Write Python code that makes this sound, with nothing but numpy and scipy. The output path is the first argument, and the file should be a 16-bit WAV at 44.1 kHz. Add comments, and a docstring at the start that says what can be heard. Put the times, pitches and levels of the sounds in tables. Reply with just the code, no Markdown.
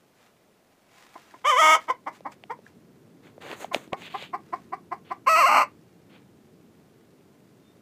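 """A hen in a wooden nest box clucks in runs, about five a second, and twice breaks into a loud squawk.
Each call is a train of pulses from her closing membranes, coloured by throat and beak; under strain it
drops an octave, splits into two notes or turns hoarse. The small coop rings briefly around her.
Shavings crackle in filtered grains of noise; close at the microphone a hand rubs and knocks the camera
with damped rings and clicks, and the same recipe gives one soft, short peep-like tick.
Far off lie a low outdoor rumble, thin hiss and, near the end, one faint whistled bird note."""
import sys
import numpy as np
from scipy import signal
from scipy.io import wavfile
from scipy.ndimage import uniform_filter1d

SR = 44100
rng = np.random.default_rng(int(sys.argv[2]) if len(sys.argv) > 2 else 0)


def persist_wave(psi):
    """Save psi, clipped to +-1, as 16-bit WAV."""
    counts = np.round(np.clip(psi, -1, 1) * 32767).astype(np.int16)
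    wavfile.write(sys.argv[1], SR, np.atleast_2d(counts).T)


N = 344421
TIME = np.arange(N) / SR

# Distant outdoor rumble and thin hiss, spectra: f/Hz, relative level/dB
RUMBLE_SPECTRUM = [(25, -44.5), (50, -32.5), (85, -6.5), (130, -1.5), (186, 2), (360, -2.5), (450, -5),
                   (560, -20), (1500, -29), (3000, -78)]
AIR_SPECTRUM = [(60, -18), (600, -5), (1000, -14.5), (2100, -20.5), (9000, -27.5), (15300, -29)]
# Slow course of the rumble: t/s, level/dB before the trim in outdoors()
RUMBLE_COURSE = [(0, -66), (.7, -68.5), (2.2, -58), (3.5, -52.5), (5.6, -54.5), (7.8, -57.5)]
# Reverberation of the coop: f/Hz, time to die by 60 dB/s
COOP_DECAY = [(200, 0.22), (1000, 0.14), (3000, 0.15), (12000, 0.05)]
# Round trips between the walls of the nest box: t/s
WALL_TRIPS = [.0007, .0013, .0023]

# Crackle of dry wood shavings: f/Hz, relative level/dB
SHAVINGS_SPECTRUM = [(60, -22), (900, 2.5), (2100, 0.5), (4000, -7.5), (7500, -10.5), (11000, -19),
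                     (15000, -19)]
# Hens shifting in the shavings: peak t/s, half length/s, level/dB
SHUFFLES = [(0.228, 0.065, -65), (0.987, 0.0663, -60.5), (1.211, 0.224, -59.5), (1.82, .045, -54.5),
            (2.156, 0.0262, -55), (2.327, 0.0099, -52), (2.674, 0.026, -62.5), (4.55, 0.114, -67.5)]
SETTLING_DB = -72.5  # faint crackle that never stops

# Hand on the camera, pressed hard, brushing lightly, and its hiss: f/Hz, relative level/dB
RUB_FIRM = [(50, -58.5), (330, -1), (520, 2), (900, -3.5), (2200, -6), (4400, -16.5), (6000, -38),
            (9000, -46.5)]
RUB_LIGHT = [(50, -43.5), (600, -4), (1400, -6), (2300, 1.5), (3400, 1), (4500, -9.5), (5500, -24),
             (9000, -47.5)]
RUB_HISS = [(3000, -44), (6500, 7.5), (10000, -4), (15000, -4)]
# Strokes of the hand: start t/s, length/s, rub level/dB, hiss level/dB, firm press 0 to light brush 1
STROKES = [(3.219, 0.0548, -52, -68.5, 0.15), (3.403, 0.1307, -37, -55, 0.137),
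           (3.56, 0.047, -50, -53, .14), (3.596, 0.0298, -39.5, -52, 0.093),
           (3.725, 0.0186, -30.5, -43, 0.276), (3.793, 0.0498, -52.5, -63.5, 0.156),
           (3.961, 0.0482, -45.5, -60.5, 0.313), (4.009, 0.0575, -41, -60.5, 0.866),
           (4.099, 0.1409, -40.5, -59, 0.848), (5.042, 0.0635, -51.5, -86.5, 0.485),
           (6.089, 0.0705, -52, -79.5, 0.384)]
GRIP_S, SLIP_S, PRESS_DB = 0.0116, 0.024, 8.5  # a stroke takes hold, grows by PRESS_DB, then dies away
# Knocks on the camera body, and at 2.665 s one soft, short peep-like tick:
# t/s, peak of the ring level/dB, ring f/Hz, click against the ring level/dB
KNOCKS_AND_TICK = [(2.207, -39, 535, -8), (2.438, -39.5, 700, 8), (2.59, -41.5, 495, -28),
                   (2.665, -40, 1672, -23), (3.380, -35, 493, -17), (3.423, -48.5, 456.6, 14),
                   (3.515, -32.5, 798, 7.5), (3.530, -30, 486, -7), (3.645, -22.5, 703, -8),
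                   (3.746, -14.5, 628, 7), (3.762, -23.5, 272.8, -12), (3.877, -37.5, 266, -6.5),
                   (3.928, -26, 162, -16.5), (3.932, -20, 542, 1.5), (4.021, -42, 850, 11),
                   (4.225, -33.5, 504, 4), (7.263, -69, 298.6, 0)]
# Sharp click that goes with each ring: f/Hz, relative level/dB
CLICK_SPECTRUM = [(60, -66), (300, -25.5), (1000, -6.5), (2300, 12), (3300, 8.5), (5000, -5.5),
                  (8000, -11.5), (15000, -36)]

# Throat with open beak in squawks one and two, and nearly shut for clucks: f/Hz, relative level/dB
THROAT_1 = [(80, -57), (320, -11), (600, -5.5), (950, 4), (1230, 4), (1700, -15), (2200, 0.5),
            (2620, -25.5), (3050, -5), (3550, -16.5), (4000, -37), (5200, -23), (6200, -20), (8000, -25),
            (8800, -37.5), (9900, -26.5), (11000, -40.5), (15000, -35.5)]
THROAT_2 = [(80, -48), (300, -10), (420, -20.5), (620, -6.5), (760, -6), (950, 2), (1080, 6.5),
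            (1300, -0.5), (1720, -18), (2120, -7), (2850, -11), (3500, -47.5), (4300, -18), (5000, -27),
            (6100, -24.5), (7200, -35.5), (7950, -21), (9300, -42), (12000, -31), (15000, -40.5)]
THROAT_SHUT = [(70, -43.5), (320, -4), (520, -13.5), (750, 3), (920, -1), (1090, 3.5), (1380, -20),
               (1850, -15), (2150, -14.5), (2500, -42.5), (3700, -46), (4900, -40.5), (7300, -65.5),
               (8150, -49), (9200, -70.5), (15000, -56.5)]
TURN_S = 3.6  # clucks from here on open towards the second squawk's colour
# Clucks: peak t/s, level/dB, pitch at the peak f/Hz, length/s, beak opening 0-1
CLUCKS = [(1.16, -39.5, 319, 0.0121, 0), (1.344, -40.5, 326.2, 0.0088, 0.01),
          (1.892, -27.5, 324, 0.02115, 0.7), (1.903, -19.5, 495.9, 0.0122, 0.69),
          (2.077, -28, 300.1, .023, 0.49), (2.265, -31, 288.7, 0.02487, 0.16),
          (2.510, -28, 458.2, 0.02106, 0.42), (3.721, -34.5, 346.5, 0.01517, 0.37),
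          (3.935, -31, 370.3, 0.0226, 0.36), (4.151, -30, 390.6, 0.01994, 0.26),
          (4.344, -27.5, 366.4, 0.023, 0.41), (4.537, -26.5, 355.3, 0.01917, 0.36),
          (4.735, -29, 363.3, 0.0221, 0.38), (4.926, -28.5, 362.9, 0.0215, 0.38),
          (5.117, -29, 357.8, .022, 0.5)]
CLUCK_RISE, CLUCK_ROUGH = .45, 0.15  # share of the length spent swelling; roughness 0-1
CLUCK_CLIMB, CLIMB_S = .17, .017  # upward glide: share of the pitch either side of the peak, and its time
# Pitch of each squawk, a short arch, a dip and a long held note: t/s, f/Hz
PITCH_1 = [(1.44, 459), (1.472, 584.4), (1.498, 623.6), (1.524, 508.9), (1.558, 494.1), (1.6, 665.4),
           (1.62, 621.6), (1.75, 629), (1.787, 463)]
PITCH_2 = [(5.261, 491), (5.28, 539.5), (5.295, 647.7), (5.36, 636), (5.395, 696.1), (5.438, 523.6),
           (5.455, 545.5), (5.47, 725.9), (5.495, 603), (5.6, 633.9), (5.652, 484.4)]
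# Spells in which the strained voice breaks: start t/s, end t/s, weakening of every second pulse 0-1,
# added roughness 0-1, extra effort level/dB
BREAKS = [(1.611, 1.75, 0.5, 0.07, 3), (1.744, 1.805, 0.29, 0.6, 1), (5.346, 5.431, 0.23, .1, 1.5),
          (5.475, 5.551, 0.25, .28, -1.5), (5.534, 5.66, 0.2, .62, -0.5)]
BREAK_S = .015  # the voice slips into and out of a break this fast
CLEAN_ROUGH, ONSET_ROUGH, SETTLE_S = 0.058, 0.5, .01  # a squawk starts rough, then settles
ATTACK_S, RELEASE_S = 0.014, 0.03696
BRIGHT_HZ, BRIGHTEN = 3800, .45  # above this the treble gains an extra share of each dB of effort
HOARSE_DULL_DB = -4  # treble change at full roughness
# A second pair of membranes sings its own note in the second squawk
SECOND_START_S, SECOND_END_S, SECOND_HZ = 5.476, 5.615, 843.4
SECOND_DB, SECOND_PULL, SECOND_WAVER = -17.5, .7, .025  # level before the throat, chopping depth, unsteadiness

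EDGE_HZ = 15350  # upper limit of the microphone chain


def amp(db):
    """Decibels to gain."""
    return 10 ** (np.asarray(db) / 20)


def unit(x):
    """Scales to rms 1."""
    return x / np.sqrt(np.mean(x ** 2) + 1e-20)


def read(points, hz):
    """A table over frequency, read on a log-frequency axis."""
    f, value = np.transpose(points)
    return np.interp(np.log(hz + 1), np.log(f + 1), value)


def follow(rows, t):
    """The columns of a curve table at times t."""
    s, *columns = np.transpose(rows)
    return [np.interp(t, s, c) for c in columns]


def add(mix, s, sound):
    """Mixes a sound in at time s."""
    part = mix[round(s * SR):][:len(sound)]
    part += sound[:len(part)]


def spell(t, start, end, edge_s):
    """1 between start and end, with straight ramps just inside."""
    return np.clip(np.minimum(t - start, end - t) / edge_s, 0, 1)


def colour(x, spectrum, other=None, share=0, size=4096):
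    """Causal minimum-phase filter with the given spectrum, shifted by a share towards another one."""
    hz = abs(np.fft.fftfreq(size, 1 / SR))
    db = read(spectrum, hz)
    if other:
        db = db + share * (read(other, hz) - db)
    response = np.exp(np.conj(signal.hilbert(np.log(amp(db)))))
    ring = np.fft.ifft(response).real[:size // 2]
    return signal.oaconvolve(x, ring)[:len(x)]


def noise(spectrum, grain_db=0, grains_per_s=900):
    """Coloured noise of rms 1, broken into short grains of uneven size."""
    sizes = np.minimum(rng.exponential(1, N), 4)
    grain = sizes[(TIME * grains_per_s).astype(int)]
    return unit(colour(rng.standard_normal(N) * amp(grain_db * grain), spectrum))


def outdoors(rumble_trim_db=-0.5, air_db=-65):
    """Far outside: low filtered noise that slowly rises and falls, under a thin steady hiss."""
    rumble_db = follow(RUMBLE_COURSE, TIME)[0] + rumble_trim_db
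    return amp(rumble_db) * noise(RUMBLE_SPECTRUM) + amp(air_db) * noise(AIR_SPECTRUM)


def far_bird(s=7.62, length_s=0.13, hz=3600, db=-68, waver=0.0078):
    """One thin whistled note from outside, a wavering sine that swells and fades."""
    t = np.arange(0, length_s, 1 / SR)
    drift = unit(uniform_filter1d(rng.standard_normal(len(t)), size=200))
    pitch = hz * (1 + waver * drift)
    swell = np.sin(np.pi * t / length_s)
    out = np.zeros(N)
    add(out, s, amp(db) * swell * np.sin(2 * np.pi * np.cumsum(pitch) / SR))
    return out


def coop(x, size=16384):
    """Dense echoes between close plywood walls, each band dying at its own speed."""
    signs, present = rng.choice([-1., 1.], size), rng.random(size) < 3000 / SR  # some 3000 echoes/s
    taps = signs * present * (np.arange(size) > 100)
    hz, t, bands = signal.stft(taps, SR, nperseg=256)
    decay = amp(-60 * t / read(COOP_DECAY, hz)[:, None])
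    tail = signal.istft(bands * decay, SR, nperseg=256)[1]
    return signal.oaconvolve(x, tail / np.linalg.norm(tail))[:N]


def bedding():
    """Dry shavings crackle as the hens shift: grainy noise that swells with each shuffle."""
    stir = amp(SETTLING_DB)
    for s, half, db in SHUFFLES:
        stir = stir + amp(db) * np.exp(-((TIME - s) / half) ** 2)
    return stir * noise(SHAVINGS_SPECTRUM, grain_db=2.5, grains_per_s=320)


def hand():
    """Fingers rub over the camera in short strokes, each pressing harder until it slips off."""
    firm, brush = noise(RUB_FIRM, grain_db=1.5), noise(RUB_LIGHT, grain_db=2.0)
    hiss = noise(RUB_HISS, grain_db=2.0)
    out = np.zeros(N)
    for start, length, rub_db, hiss_db, light in STROKES:
        age = TIME - start
        grip = np.clip(age / GRIP_S, 0, 1)
        press = amp(PRESS_DB * (np.clip(age / length, 0, 1) - 1))
        slip = np.exp(-np.maximum(age - length, 0) / SLIP_S)
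        rub = (1 - light) * firm + light * brush
        out += grip * press * slip * (amp(rub_db) * rub + amp(hiss_db) * hiss)
    return out


def knocks_and_tick(ring_s=0.002364, click_s=0.000367, size=1500):
    """A click and a heavily damped ring: the camera body when knocked, and once a soft peep-like tick."""
    out, t = np.zeros(N), np.arange(size) / SR
    for s, db, hz, click_db in KNOCKS_AND_TICK:
        motion = np.sin(2 * np.pi * hz * t) * t * np.exp(-2 * t / ring_s)
        ring = np.gradient(motion)  # pressure follows the change of motion
        click = colour(rng.standard_normal(size) * np.exp(-t / click_s), CLICK_SPECTRUM)
        pulse = ring / abs(ring).max() + amp(click_db) * click / abs(click).max()
        add(out, s, amp(db) * pulse)
    return out


def nest_box(x, beam_hz=3900, bounce=0.5):
    """Low notes come straight out; the beamed treble arrives scattered by the walls of the box."""
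    x = signal.sosfilt(signal.butter(2, 120, "high", fs=SR, output="sos"), x)
    low = signal.sosfiltfilt(signal.butter(10, beam_hz, fs=SR, output="sos"), x)
    treble = x - low
    for trip_s in WALL_TRIPS:
        echo = np.r_[1, np.zeros(int(trip_s * SR)), bounce]
        treble = signal.lfilter(echo[::-1], echo, treble)  # all-pass: smears the pulses, keeps their energy
    return low + treble


def syrinx(t, hz, doubling, rough, jitter=0.13, wander=0.081, shimmer=0.45, lag=0.18, breath=0.24):
    """One pulse each time the membranes close; strain makes the pulses alternate, then lurch and stumble."""
    lurch = unit(signal.oaconvolve(rng.standard_normal(len(t)), signal.windows.hann(500), "same"))
    turns = np.cumsum(hz * np.exp(wander * rough * lurch)) / SR
    count = np.arange(1, int(turns[-1]))
    at = np.interp(count, turns, np.arange(len(t)))  # closing moments, in samples
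    i, odd = at.astype(int), count % 2
    early, strong = rng.standard_normal((len(at), 2)).T
    # every second pulse comes late and weak, which sounds the octave below
    at = at + (jitter * rough[i] * early + lag * doubling[i] * odd) * SR / hz[i]
    height = (1 - np.clip(doubling[i], 0, 1) * odd) * np.exp(shimmer * rough[i] * strong)
    # band-limited pulses placed between samples
    offset = np.arange(len(t))[:, None] - at
    pulses = (np.sinc(offset) * (abs(offset) < 16)) @ height
    puffs = np.exp(-2 * (turns % 1)) * rng.standard_normal(len(t))  # air escapes in each cycle
    return unit(pulses) + (.05 + breath * rough) * unit(puffs)


def second_voice(t, pulses):
    """An unrelated wavering note that chops the main pulses into sum and difference tones."""
    waver = unit(signal.oaconvolve(rng.standard_normal(len(t)), signal.windows.hann(1000), "same"))
    tone = np.cos(2 * np.pi * np.cumsum(SECOND_HZ * (1 + SECOND_WAVER * waver)) / SR)
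    tone = tone * spell(t, SECOND_START_S, SECOND_END_S, BREAK_S)
    return pulses * (1 + SECOND_PULL * tone) + amp(SECOND_DB) * tone


def cluck(s, db, hz, length, opening):
    """A few pulses through a briefly parted beak, climbing in pitch."""
    rise, fall = length * CLUCK_RISE, length * (1 - CLUCK_RISE)
    t = np.arange(-2 * rise, 2 * fall, 1 / SR)
    pitch = hz * (1 + CLUCK_CLIMB * np.tanh(t / CLIMB_S))
    swell = np.exp(-np.where(t < 0, abs(t / rise) ** 2.6, (t / fall) ** 2))
    flat = np.ones(len(t))
    pulses = syrinx(t, pitch, 0 * flat, CLUCK_ROUGH * flat, jitter=.25, breath=.5)
    open_throat = THROAT_1 if s < TURN_S else THROAT_2
    voice = unit(colour(pulses, THROAT_SHUT, open_throat, opening))
    return s + t[0], amp(db) * swell * voice


def squawk(pitch, throat, level_db, db_per_octave, swell_db_per_s):
    """A long strained call through the open beak; effort follows the pitch and drifts as the call goes on."""
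    t = np.arange(pitch[0][0], pitch[-1][0], 1 / SR)
    hz, age = follow(pitch, t)[0], t - t[0]
    effort_db = db_per_octave * np.log2(hz / np.median(hz)) + swell_db_per_s * (age - age.mean())
    doubling, rough = 0 * t, CLEAN_ROUGH + ONSET_ROUGH * np.exp(-age / SETTLE_S)
    for start, end, weakening, hoarse, push_db in BREAKS:
        broken = spell(t, start, end, BREAK_S)
        doubling = doubling + weakening * broken
        rough = rough + hoarse * broken
        effort_db = effort_db + push_db * broken
    pulses = second_voice(t, syrinx(t, hz, doubling, rough))
    call = unit(colour(pulses, throat))
    # effort brightens the call, hoarseness dulls it
    treble = signal.sosfiltfilt(signal.butter(2, BRIGHT_HZ, "high", fs=SR, output="sos"), call)
    call = call + (amp(BRIGHTEN * effort_db + HOARSE_DULL_DB * rough) - 1) * treble
    envelope = np.minimum(age / ATTACK_S, 1) * np.minimum((t[-1] - t) / RELEASE_S, 1) ** 2
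    return t[0], amp(level_db + effort_db) * envelope * call


def hen():
    """The clucks and the two squawks, all from the same pulsing voice."""
    out = np.zeros(N)
    for row in CLUCKS:
        add(out, *cluck(*row))
    add(out, *squawk(PITCH_1, THROAT_1, level_db=-17.5, db_per_octave=16.5, swell_db_per_s=5))
    add(out, *squawk(PITCH_2, THROAT_2, level_db=-17.0, db_per_octave=2.5, swell_db_per_s=1.5))
    return out


def scene(coop_db=-11):
    """Hen and bedding sound in the coop; handling, tick and outdoors are added without its echoes."""
    nest = nest_box(hen()) + bedding()
    inside = nest + amp(coop_db) * coop(nest)
    return (inside + hand() + knocks_and_tick() + outdoors() + far_bird())[None]


def record(dry):
    """The microphone chain passes nothing much above its upper limit: a steep low-pass."""
    band_limit = signal.firwin(511, EDGE_HZ, window=("kaiser", 9), fs=SR)
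    return signal.oaconvolve(dry, band_limit[None], "same")


dry = scene()
out = record(dry)
persist_wave(out)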